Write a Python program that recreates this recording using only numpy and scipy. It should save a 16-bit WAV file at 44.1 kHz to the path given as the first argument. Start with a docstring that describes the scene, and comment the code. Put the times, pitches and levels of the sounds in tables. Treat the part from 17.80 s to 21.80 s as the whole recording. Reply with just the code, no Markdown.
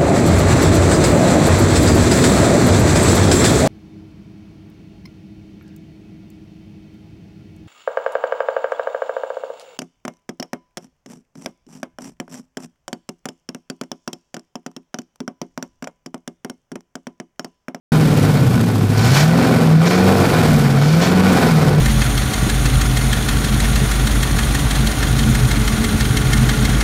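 """A garage: a V8 runs with its bonnet off, the throttle blipped by hand three times.
The exhaust drones at the firing rate and lopes on the other multiples of the engine cycle (orders),
through pipe and room resonances. The block clatters, the valve gear ticks, and the intake gasps
as the throttle opens. A limiter holds the peaks down."""
import sys
import numpy as np
from scipy import signal
from scipy.fft import rfft, irfft
from scipy.io import wavfile
from scipy.ndimage import uniform_filter1d, minimum_filter1d

SR = 44100
rng = np.random.default_rng(int(sys.argv[2]) if len(sys.argv) > 2 else 0)


def store_pcm(level_fs):
    """Save levels as 16-bit WAV."""
    pcm = np.round(np.clip(level_fs, -1, 1) * 32767).astype(np.int16)
    wavfile.write(sys.argv[1], SR, np.atleast_2d(pcm).T)


N = 176400
T = np.arange(N) / SR
CYLINDERS = 8
CYCLE_SWING_DB = 1  # clatter and ticks swell once a cycle

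# Engine speed. Each row: time in seconds, firing rate in Hz.
FIRING_HZ = [(0.13, 157.0), (0.28, 151.8), (0.4, 139.8), (1.0, 103.5), (1.09, 101.8), (1.21, 108.9),
             (1.51, 167.1), (1.63, 174.2), (1.9, 157.4), (1.99, 160.0), (2.11, 179.2), (2.29, 192.5),
             (2.38, 193.8), (2.56, 167.1), (2.89, 137.5), (2.98, 137.3), (3.28, 180.5), (3.49, 190.3),
             (3.61, 164.5), (3.7, 163.7), (3.88, 143.1), (3.99, 152.2)]
# Drone at the firing rate. Each row: time in seconds, level in dB.
DRONE_DB = [(0.13, -12), (0.16, -12), (0.49, -21.5), (0.67, -11.5), (0.79, -21), (1.12, -14.5), (1.21, -13),
            (1.48, -11.5), (1.57, -14.5), (1.63, -26), (1.96, -7), (2.11, -17), (2.23, -11.5), (2.5, -25),
            (2.56, -15.5), (3.19, -11), (3.25, -19), (3.4, -11), (3.58, -17), (3.61, -47), (3.64, -19),
            (3.76, -10), (3.85, -17.3), (3.99, -11.0)]
# Resonances of exhaust and garage. 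Each row: frequency in Hz, gain in dB.
EXHAUST_SPECTRUM = [(20, -28), (38, -36), (54, -3), (74, -17.5), (96, 3), (112, -3), (155, 2.5), (195, -4),
                    (243, 0.5), (315, -10.5), (352, -8), (385, -13), (440, -9.5), (525, -11.5),
                    (620, -21.5), (780, -20.5), (1100, -51), (2500, -77)]
# Orders shaped by uneven cylinders. Each row: order, extra gain in dB.
UNEVEN_ORDERS = [(5, 1), (6, 4), (7, -2), (9, 1), (11, 3), (12, 2), (13, 3), (16, 1), (21, 2)]
# Exhaust bass band. Each row: time in seconds, gain in dB.
BASS_DB = [(.13, -5), (.35, -2), (.68, 2), (.85, -7), (1.3, -4), (1.75, -4), (1.95, -9), (2.15, -8),
           (2.4, -3), (2.75, 0), (3.0, -4), (3.3, -6), (3.55, 0), (3.85, 1), (4, -4)]
# Exhaust bark, its top band. Each row: time in seconds, relative level in dB.
BARK_DB = [(0.15, -22.5), (0.48, -22.5), (1.01, -27), (1.52, -27.5), (1.56, -20), (1.86, -17.5),
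           (2.02, -30.5), (2.04, -20), (2.36, -13.5), (2.88, -26.5), (3.26, -23.5), (3.29, -18.5),
           (3.68, -17), (3.72, -27), (3.89, -18.5), (4.0, -23)]
# Pipe and garage modes. Each row: exciting order, mode in Hz, half-width in Hz, peak level in dB.
BOOM_MODES = [(4, 95, 2.6, -20), (9, 148, 8, -22), (12, 154, 5, -22), (12, 290, 4, -26), (16, 231, 6, -24),
              (16, 204, 5, -26), (15, 352, 5, -26.5), (20, 475, 12, -27.5), (25, 528, 15, -26.5)]
# Block clatter. Each row: time in seconds, relative level in dB.
CLATTER_DB = [(0.13, -24), (0.16, -26.5), (0.47, -25), (1.06, -31), (1.29, -21.5), (1.31, -28),
              (1.36, -17.5), (1.45, -25.5), (1.67, -20.5), (1.98, -27.5), (2.08, -19.5), (2.09, -41),
              (2.11, -13), (2.16, -21), (2.67, -19.5), (2.69, -24), (2.71, -23), (3.17, -26), (3.23, -18.5),
              (3.3, -22), (3.61, -19), (4.0, -26.5)]
# Clatter spectrum. 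Each row: frequency in Hz, relative density in dB.
CLATTER_SPECTRUM = [(200, -8.5), (480, 2.5), (780, 4.5), (900, 2.5), (1030, 3.5), (1300, 0), (1490, 0.5),
                    (1650, -1), (1800, -4), (1950, -2), (2110, -8.5), (2220, -4), (2400, -6), (2750, -13),
                    (3500, -11.5), (4400, -11.5), (6500, -19.5), (15000, -29.5)]
# Sharp modes of the engine bay's metal. Each row: frequency in Hz, relative gain in dB.
METAL_MODES = [(352, 12), (442, 8.5), (779, 4.5), (1023, -14.5), (1480, 1), (1599, -5), (1794, -14),
               (2108, -1), (2422, -5), (2580, -11), (2855, -9), (4060, -25), (4450, -5), (5350, -11)]
# Intake gasps. Each row: peak time in seconds, rise and fall sigmas in seconds, peak level in dB.
INTAKE_GASPS = [(1.19, 0.028, 0.022, -31), (1.285, 0.054, 0.035, -26), (1.365, 0.023, .06, -19.5),
                (2.068, 0.0069, .015, -22), (2.108, 0.0076, 0.074, -27.5), (3.1, 0.07, 0.097, -29),
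                (3.221, .006, 0.049, -23.5)]
# Throttle hiss. Each row: frequency in Hz, relative density in dB.
HISS_SPECTRUM = [(600, -18), (1100, -8), (1500, 2), (1900, 9.5), (2350, -7), (3200, 5), (4300, 6.5),
                 (5500, 6), (7200, 1.5), (9500, -22), (15000, -42)]
# Inlet resonances. Each row: frequency in Hz, relative gain in dB.
INLET_MODES = [(1510, 5), (2340, 7), (2960, -9.5), (4350, -3), (5460, -6), (7050, -13)]
# Valve ticking. Each row: time in seconds, relative level in dB.
TICK_DB = [(0.15, -41), (0.43, -40), (1.11, -43.5), (1.25, -38.5), (1.33, -36), (1.36, -28.5), (1.5, -42.5),
           (1.6, -41), (1.84, -40.5), (1.98, -50.5), (2.11, -37.5), (2.17, -45), (2.26, -38), (2.68, -37),
           (2.69, -40), (2.73, -37.5), (2.94, -43.5), (3.16, -41), (3.26, -39), (3.32, -43.5), (3.6, -35),
           (4.0, -44.5)]
# Tick spectrum. Each row: frequency in Hz, relative density in dB.
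TICK_SPECTRUM = [(800, -34), (2500, 7.5), (4500, 4.5), (6500, 2.5), (8500, 1.5), (11000, 0), (15000, -3)]


def exhaust(cycles, cycle_hz, bass_below_hz=110, bark_above_hz=310, full_pull_hz_per_s=10):
    """Firing drone, lope and a rumble of gas pulses; the engine runs smoother while it pulls."""
    drone = np.sqrt(2) * from_db(in_time(DRONE_DB)) * np.sin(2 * np.pi * CYLINDERS * cycles)
    rough = lope(cycles, cycle_hz)
    gas_pulses = puffs(CYLINDERS * cycles, pulsing=.47)
    rough += from_db(-19.5) * coloured(gas_pulses, EXHAUST_SPECTRUM)
    bass = lowpass(rough, bass_below_hz)
    mids = lowpass(rough, bark_above_hz) - bass
    bark = rough - bass - mids
    climb_hz_per_s = np.gradient(cycle_hz) * SR
    pull = uniform_filter1d(np.clip(climb_hz_per_s / full_pull_hz_per_s, 0, 1), size=SR // 8)
    bark_db = in_time(BARK_DB)
    bass *= from_db(in_time(BASS_DB))
    mids *= from_db(-4 * pull)
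    bark *= from_db(bark_db - bark_db.mean())
    return drone + bass + mids + bark


def lope(cycles, cycle_hz, base_db=-27, wander_depth=.7, wander_hz=1.32):
    """Uneven cylinders sound the orders off the firing rate; each wanders in level and phase."""
    extra_db = dict(UNEVEN_ORDERS)
    lines = np.zeros(N)
    for order in range(2, 41):
        if order == CYLINDERS:
            continue
        wander = 1 + wander_depth * (drift(wander_hz) + 1j * drift(wander_hz))
        wander /= np.sqrt(.5 + wander_depth ** 2)  # unit power per line
        line = np.real(wander * np.exp(2j * np.pi * (order * cycles + rng.random())))
        resonance = at_hz(EXHAUST_SPECTRUM, order * cycle_hz)
        lines += from_db(base_db + extra_db.get(order, 0)) * resonance * line
    return lines


def booms(cycles, cycle_hz):
    """Single orders swell as they sweep through a mode of pipe or garage."""
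    lines = np.zeros(N)
    for order, mode_hz, half_width_hz, peak_db in BOOM_MODES:
        line = np.sqrt(2) * np.sin(2 * np.pi * (order * cycles + rng.random()))
        detuning = (order * cycle_hz - mode_hz) / half_width_hz
        lines += from_db(peak_db) * line / (1 + detuning ** 2)
    return lines


def block(cycles, trim_db=-.5):
    """Two knocks a firing rattle the block and ring the metal of the engine bay."""
    knocks = puffs(2 * CYLINDERS * cycles, pulsing=.23, uneven_db=2.38)
    rattle = coloured(knocks, CLATTER_SPECTRUM)
    metal = from_db(-7) * ringing(knocks, METAL_MODES, width_hz=36)
    swing_db = CYCLE_SWING_DB * np.sin(2 * np.pi * cycles)
    return from_db(trim_db + in_time(CLATTER_DB) + swing_db) * (rattle + metal)


def intake(cycles):
    """Air hisses past the opening throttle, gulped by the cylinders, and rasps in the inlet."""
    flow = np.zeros(N)
    for peak_s, rise_s, fall_s, peak_db in INTAKE_GASPS:
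        sigma_s = np.where(T < peak_s, rise_s, fall_s)
        flow += from_db(peak_db) * np.exp(-((T - peak_s) / sigma_s) ** 2 / 2)
    gulps = puffs(CYLINDERS * cycles, pulsing=.3, uneven_db=1.5)
    hiss = coloured(gulps, HISS_SPECTRUM)
    rasp = from_db(-3) * ringing(gulps, INLET_MODES, width_hz=130)
    return flow * unit_rms(hiss + rasp)


def valve_gear(cycles, trim_db=7, crank_swing_db=1.4):
    """Sixteen valve ticks a cycle, swelling with each turn of the crank."""
    ticks = puffs(2 * CYLINDERS * cycles, pulsing=.13, uneven_db=2)
    crank_turns = 2 * cycles
    swing_db = crank_swing_db * np.sin(2 * np.pi * crank_turns)
    swing_db += CYCLE_SWING_DB * np.sin(2 * np.pi * cycles)
    return from_db(trim_db + in_time(TICK_DB) + swing_db) * coloured(ticks, TICK_SPECTRUM)


def garage(x, t60_s=.23, tail_db=-8):
    """The walls add a short diffuse tail."""
    tail = rng.standard_normal(SR // 2) * from_db(-60 * T[:SR // 2] / t60_s)
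    return x + from_db(tail_db) * signal.fftconvolve(x, tail / np.linalg.norm(tail))[:N]


def puffs(beats, pulsing, uneven_db=0):
    """One noise puff a beat: pulsing sets its decay, uneven_db the spread between puffs."""
    strengths = from_db(uneven_db * rng.standard_normal(4096))
    envelope = strengths[beats.astype(int) % 4096] * np.exp(-2 * pulsing * (beats % 1))
    return envelope * rng.standard_normal(N)


def drift(corner_hz, hop=100):
    """Slow random curve, spread about 1."""
    radius = np.exp(-2 * np.pi * corner_hz * hop / SR)
    noise = rng.standard_normal(N // hop + 1002)
    slow = signal.lfilter([1], [1, -2 * radius, radius ** 2], noise)[1000:]  # skip the settling
    return np.interp(np.arange(N) / hop, np.arange(len(slow)), unit_rms(slow))


def ringing(x, modes, width_hz):
    """Parallel two-pole resonators; unit RMS."""
    radius = np.exp(-np.pi * width_hz / SR)
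    ring = np.zeros(N)
    for hz, db in modes:
        feedback = [1, -2 * radius * np.cos(2 * np.pi * hz / SR), radius ** 2]
        ring += from_db(db) * signal.lfilter([1, 0, -1], feedback, x)
    return unit_rms(ring)


def coloured(x, spectrum):
    """Filter by a body's spectrum; unit RMS."""
    bins_hz = np.arange(N // 2 + 1) * SR / N
    return unit_rms(irfft(rfft(x) * at_hz(spectrum, bins_hz), N))


def lowpass(x, hz):
    """Zero-phase low-pass, so bands subtract cleanly."""
    return signal.sosfiltfilt(signal.butter(3, hz, fs=SR, output="sos"), x)


def at_hz(spectrum, hz):
    """A spectrum's gain, interpolated over log frequency."""
    points_hz, points_db = np.transpose(spectrum)
    return from_db(np.interp(np.log(np.maximum(hz, 1)), np.log(points_hz), points_db))


def in_time(rows):
    """A control curve at every sample."""
    return np.interp(T, *np.transpose(rows))


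def unit_rms(x):
    """Scale to RMS 1."""
    return x / np.sqrt(np.mean(x ** 2) + 1e-20)


def from_db(db):
    """Decibels to gain."""
    return 10 ** (np.asarray(db) / 20)


def scene():
    """One engine speed drives every layer; mono."""
    cycle_hz = in_time(FIRING_HZ) / CYLINDERS
    cycles = np.cumsum(cycle_hz) / SR
    engine_bay = garage(block(cycles)) + intake(cycles) + valve_gear(cycles)
    return (exhaust(cycles, cycle_hz) + booms(cycles, cycle_hz) + engine_bay)[None]


def record(dry):
    """The sound sets in, a fast limiter holds the peaks, the top is cut."""
    start_s, fade_s, cutoff_hz = .119, .002, 15300
    ceiling, release_db_per_s, window_samples = .72, 80, 89
    x = dry[0] * np.clip((T - start_s) / fade_s, 0, 1)
    over_db = 20 * np.log10(np.maximum(np.abs(x) / ceiling, 1))
    cut_db = np.maximum.accumulate(over_db + release_db_per_s * T) - release_db_per_s * T
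    held_gain_db = minimum_filter1d(-cut_db, size=window_samples)
    limited = x * from_db(uniform_filter1d(held_gain_db, size=window_samples))
    top_cut = signal.ellip(12, .1, 90, cutoff_hz, fs=SR, output="sos")
    return signal.sosfilt(top_cut, limited)[None]


dry = scene()
out = record(dry)
store_pcm(out)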